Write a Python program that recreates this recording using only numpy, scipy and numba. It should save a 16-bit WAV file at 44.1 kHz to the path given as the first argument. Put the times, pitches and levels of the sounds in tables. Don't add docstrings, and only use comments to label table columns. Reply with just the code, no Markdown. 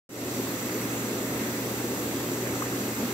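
import sys
import numpy as np
from scipy import signal
from scipy.fft import rfft, irfft
from scipy.io import wavfile
from scipy.ndimage import uniform_filter1d
from numba import njit

SR = 44100
rng = np.random.default_rng(int(sys.argv[2]) if len(sys.argv) > 2 else 0)


def wav_out(sig):
    wavfile.write(sys.argv[1], SR, np.round(np.clip(np.atleast_2d(sig).T, -1, 1) * 32767).astype(np.int16))


def gain_from_db(level_db):
    decades = np.asarray(level_db, float) / 20
    return 10 ** decades


N = 138033

HZ = np.arange(N // 2 + 1) * SR / N + 1e-3
BANDS = 40 * 2 ** np.arange(0, 9.5, .5)


def gain(table, col=1):
    points = np.array(table, float)
    return gain_from_db(np.interp(np.log(HZ), np.log(points[:, 0]), points[:, col]))


def unit(x):
    return x / np.sqrt(np.mean(x ** 2))


def curve(table):
    points = np.array(table, float)
    return gain_from_db(np.interp(np.arange(N) / SR, points[:, 0], points[:, 1]))


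def walk(rate):
    hold = int(SR / rate)
    steps = np.repeat(rng.standard_normal(N // hold + 1), hold)
    smooth = uniform_filter1d(uniform_filter1d(steps, hold), hold)
    return smooth[:N] * 4 / 3


@njit
def ring(start, hz, cycles, left, right, lag, glide, rise, n):
    lead = 100
    out = np.zeros((2, n + 8000))
    for k in range(len(start)):
        span = min(int(cycles[k] * SR / hz[k]), 7000)
        phase = 0.
        first = int(start[k]) + lead
        for i in range(span):
            phase += 2 * np.pi * hz[k] * (1 + glide * i / span) / SR
            swell = min(1., i / (rise * span))
            v = np.sin(phase) * np.exp(-5. * i / span) * swell
            out[0, first + i] += left[k] * v
            out[1, first + i + int(lag[k])] += right[k] * v
    return out[:, lead:n + lead]


def swarm(per_s, lo_hz, hi_hz, cycles, spread_db, lag_ms, glide, bunch_db):
    largest_db, rise = 9, .08
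    when, pitch, strength, side = rng.random((int(per_s * N / SR), 4)).T
    hz = lo_hz * (hi_hz / lo_hz) ** pitch
    start = when * (N - 1)
    level_db = np.minimum(-spread_db * np.log(strength + 1e-9), largest_db)
    bunch = bunch_db * walk(9.1)[start.astype(int)]
    size = hz * gain_from_db(level_db + bunch)
    lag = (2 * side - 1) * lag_ms * SR / 1000
    bubbles = ring(start, hz, cycles + 0 * hz, size, size, lag, glide, rise, N)
    return unit(bubbles) * np.sqrt(2 * (hi_hz - lo_hz) / SR)


def spread(flicker_db, rate, bands):
    side_db, alike_hz = -20.5, 1500
    out = 0
    side = np.clip(gain_from_db(side_db) + (HZ / alike_hz) ** 2, 0, 1)
    for hz in bands:
        band = np.cos(np.pi * np.clip(np.log2(HZ / hz), -.5, .5))
        noise = np.exp(2j * np.pi * rng.random((2, len(HZ))))
        m, s = noise * band / np.sqrt(1 + side ** 2)
        stereo = irfft(np.array([m + side * s, m - side * s]), N)
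        out = out + gain_from_db(flicker_db * walk(rate)) * stereo
    return out * np.sqrt(N)


def mix(noise, grains, share, table):
    blend = np.sqrt(1 - share) * noise + np.sqrt(share) * grains
    return unit(irfft(rfft(blend) * gain(table), N))


def pump():
    # frequency in Hz, rms level in dB, wander of the level in dB.
    hum_lines = [(120, -41.5, 1.2), (240, -52, 2.), (1320, -65, 2.)]
    waver = .5
    t = np.arange(N) / SR
    out = 0
    for hz, db, wander_db in hum_lines:
        level = np.sqrt(2) * gain_from_db(db + wander_db * walk(7.92))
        phase = 2 * np.pi * (hz * t + rng.random()) + waver * walk(9.13)
        out = out + level * np.sin(phase)
    return out


def spray():
    # frequency in Hz, relative level in dB per Hz.
    spray_colour = [(1500, -20), (2500, 0), (3400, -1.5), (4000, 0), (5000, -1), (5400, -4), (6400, -5),
                    (7000, -8), (8000, -5), (9200, -4), (9450, -13), (10050, -13), (10250, -3), (11200, -4),
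                    (11700, -8), (13300, -8), (14000, -2), (16000, -3)]
    drops = swarm(per_s=5000, lo_hz=2200, hi_hz=5500, cycles=3.9, spread_db=2.5, lag_ms=.36,
                  glide=.2, bunch_db=2.5)
    rush = spread(flicker_db=0.91, rate=9.96, bands=BANDS[9:])
    return mix(rush, drops, 0.19, spray_colour) * gain_from_db(-38)


def hiss():
    # frequency in Hz, relative level in dB per Hz.
    dull_colour = [(4000, -30), (5200, -7), (5800, -1), (6400, -4), (6900, 0), (7400, -1), (9200, -4),
                   (9500, -25)]
    bright_colour = [(9000, -25), (9400, -1), (10050, 0), (10250, -7), (11100, -7), (11600, 0), (13300, 0),
                     (13900, -8), (15000, -25)]
    # left delay in ms, left gain as a factor, right delay in ms,
    # right gain as a factor; a minus sign turns the wave over.
    dull_paths = [(0., 1., -.045, 1.), (1.156, .2, 1.115, .3), (3.064, .4, 2.283, .25),
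                  (4.212, .2, 3.751, .55), (5.828, .2, 4.855, .2)]
    bright_paths = [(0., 1., .153, 1.), (1.13, .3, 1.281, .3), (3.974, .4, 2.965, .25),
                    (4.368, .3, 4.167, -.4), (5.45, -.25, 4.47, .25)]

    def late(ms):
        return np.exp(-2j * np.pi * HZ * ms / 1000)

    out = 0
    for colour, paths in ((dull_colour, dull_paths), (bright_colour, bright_paths)):
        air = rfft(rng.standard_normal(N) * gain_from_db(.5 * walk(14))) * gain(colour)
        for left_ms, left, right_ms, right in paths:
            out = out + air * np.array([left * late(left_ms), right * late(right_ms)])
    return unit(irfft(out, N)) * gain_from_db(-41.5)


def froth():
    # frequency in Hz, relative level in dB per Hz.
    froth_colour = [(300, -42), (550, -12), (1000, -6), (1130, -3), (1500, -3), (1950, 1.5), (2070, 4.5),
                    (2200, 0), (3000, -9.5), (5000, -57)]
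    # time in seconds, level in dB.
    froth_level = [(.4, -44), (.7, -42), (1., -41.5), (1.25, -44), (1.45, -39), (1.65, -43.5), (2.42, -44),
                   (2.48, -38), (2.52, -43), (2.65, -40.5), (2.8, -42.5), (3.1, -41)]
    bubbles = swarm(per_s=1800, lo_hz=658, hi_hz=3990, cycles=13.2, spread_db=2.5, lag_ms=0.37,
                    glide=0.19, bunch_db=0.67)
    wash = spread(flicker_db=0.52, rate=11.0, bands=BANDS[5:16])
    return mix(wash, bubbles, 0.5, froth_colour) * curve(froth_level)


def pops():
    # start in seconds, level in dB ahead of swell and decay, starting pitch in Hz,
    # left over right in dB.
    pop_list = [(0.47, -23, 920, 3), (0.693, -26, 1300, -5), (1.437, -28, 1500, -3), (1.46, -33, 1900, -2),
                (1.54, -24, 1700, -9), (2.44, -38, 2100, -12), (2.471, -25, 1990, -4),
                (2.486, -33, 1960, -1), (2.497, -35, 1300, 3), (2.537, -24, 1310, -10),
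                (2.555, -22.5, 1200, 1), (2.575, -35, 2300, 0), (2.608, -25, 1300, -7),
                (2.621, -13, 1020, 1), (2.6255, -20, 1420, 0), (2.636, -35, 2700, 0), (2.66, -31, 1390, -6),
                (2.68, -39, 2050, 3), (2.712, -30, 1350, 2), (2.724, -23, 1350, -4)]
    cycles, lag_ms = 11., .27
    t, db, hz, pan = np.array(pop_list, float).T
    left, right = gain_from_db(db + pan / 2), gain_from_db(db - pan / 2)
    lag = lag_ms * SR / 1000 + 0 * t
    return ring(t * SR, hz, cycles + 0 * t, left, right, lag, .4, .2, N)


def churn():
    # frequency in Hz, relative level in dB per Hz.
    churn_colour = [(30, -48), (44, -29), (57, -22), (75, -20), (92, -15.5), (110, -18), (150, -14.5),
                    (200, -7.5), (240, -4), (265, -4), (278, -1), (295, -3.5), (310, -6.5), (330, -6),
                    (390, -6), (408, -10), (428, -7), (468, -11), (495, -9), (600, -14.5), (645, -17.5),
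                    (668, -16), (690, -18), (1000, -20.5), (1600, -23.5)]
    # time in seconds, level in dB.
    churn_level = [(0.4, -32), (0.45, -32.5), (2.29, -31), (2.44, -33.5), (2.5, -31), (2.91, -31.5),
                   (2.96, -35.5), (3.0, -29.5), (3.1, -32)]
    clouds = swarm(per_s=1200, lo_hz=62.0, hi_hz=1387, cycles=5.1, spread_db=2.6, lag_ms=0.14,
                   glide=0.24, bunch_db=0.66)
    rumble = spread(flicker_db=0.72, rate=12.06, bands=BANDS[:12])
    return mix(rumble, clouds, 0.23, churn_colour) * curve(churn_level)


def echoes(x):
    echo_db, t60_s = -7, .08
    t = np.arange(int(t60_s * SR)) / SR
    tail = rng.standard_normal((2, len(t))) * gain_from_db(-60 * t / t60_s)
    tail = gain_from_db(echo_db) * unit(tail) / np.sqrt(len(t))
    wet = irfft(rfft(x) * (1 + rfft(tail, N)), N)
    return wet / np.sqrt(1 + gain_from_db(echo_db) ** 2)


def scene():
    surface = spray() + hiss() + pops() + froth()
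    return pump() + echoes(surface) + churn()


def low_pass(x):
    return signal.sosfilt(signal.butter(12, 17070, fs=SR, output="sos"), x)


def record(dry):
    # frequency in Hz, left gain in dB, right gain in dB.
    port_colour = [(1000, 0, 0), (2000, -2, 1.5), (2500, 0, 1), (3400, -1, 0), (4400, -1, -1), (4900, 1, 0),
                   (5200, -3, -2), (6050, 0, 8), (6450, -2, 2), (6850, 1, 6), (7800, 1, 6), (8300, -3, 2),
                   (9250, -1, 1), (9480, -8.5, -8.5), (10050, -6, -7), (10300, -2, -6), (10600, -1, -7),
                   (11200, -2, -8), (11600, 4, -4.5), (13200, 2, -3), (13600, -2, -2), (14300, -3, -2),
                   (15000, -1, 3), (15400, -2, 1)]
    # frequency in Hz, gain in dB.
    pass_band = [(20, -25), (50, 0), (15740, 0), (15810, -35), (15900, -35), (16000, -70)]
    fade_start_s, fade_s, fade_power, fade_from_db = .091, .25, .7, -20
    ports = np.array([gain(port_colour, col=1), gain(port_colour, col=2)])
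    heard = irfft(rfft(dry) * gain(pass_band) * ports, N)
    rise = np.clip((np.arange(N) / SR - fade_start_s) / fade_s, 0, 1) ** fade_power
    fade = (rise > 0) * (gain_from_db(fade_from_db) * (1 - rise) + rise)
    return low_pass(heard * fade)


dry = scene()
out = record(dry)
wav_out(out)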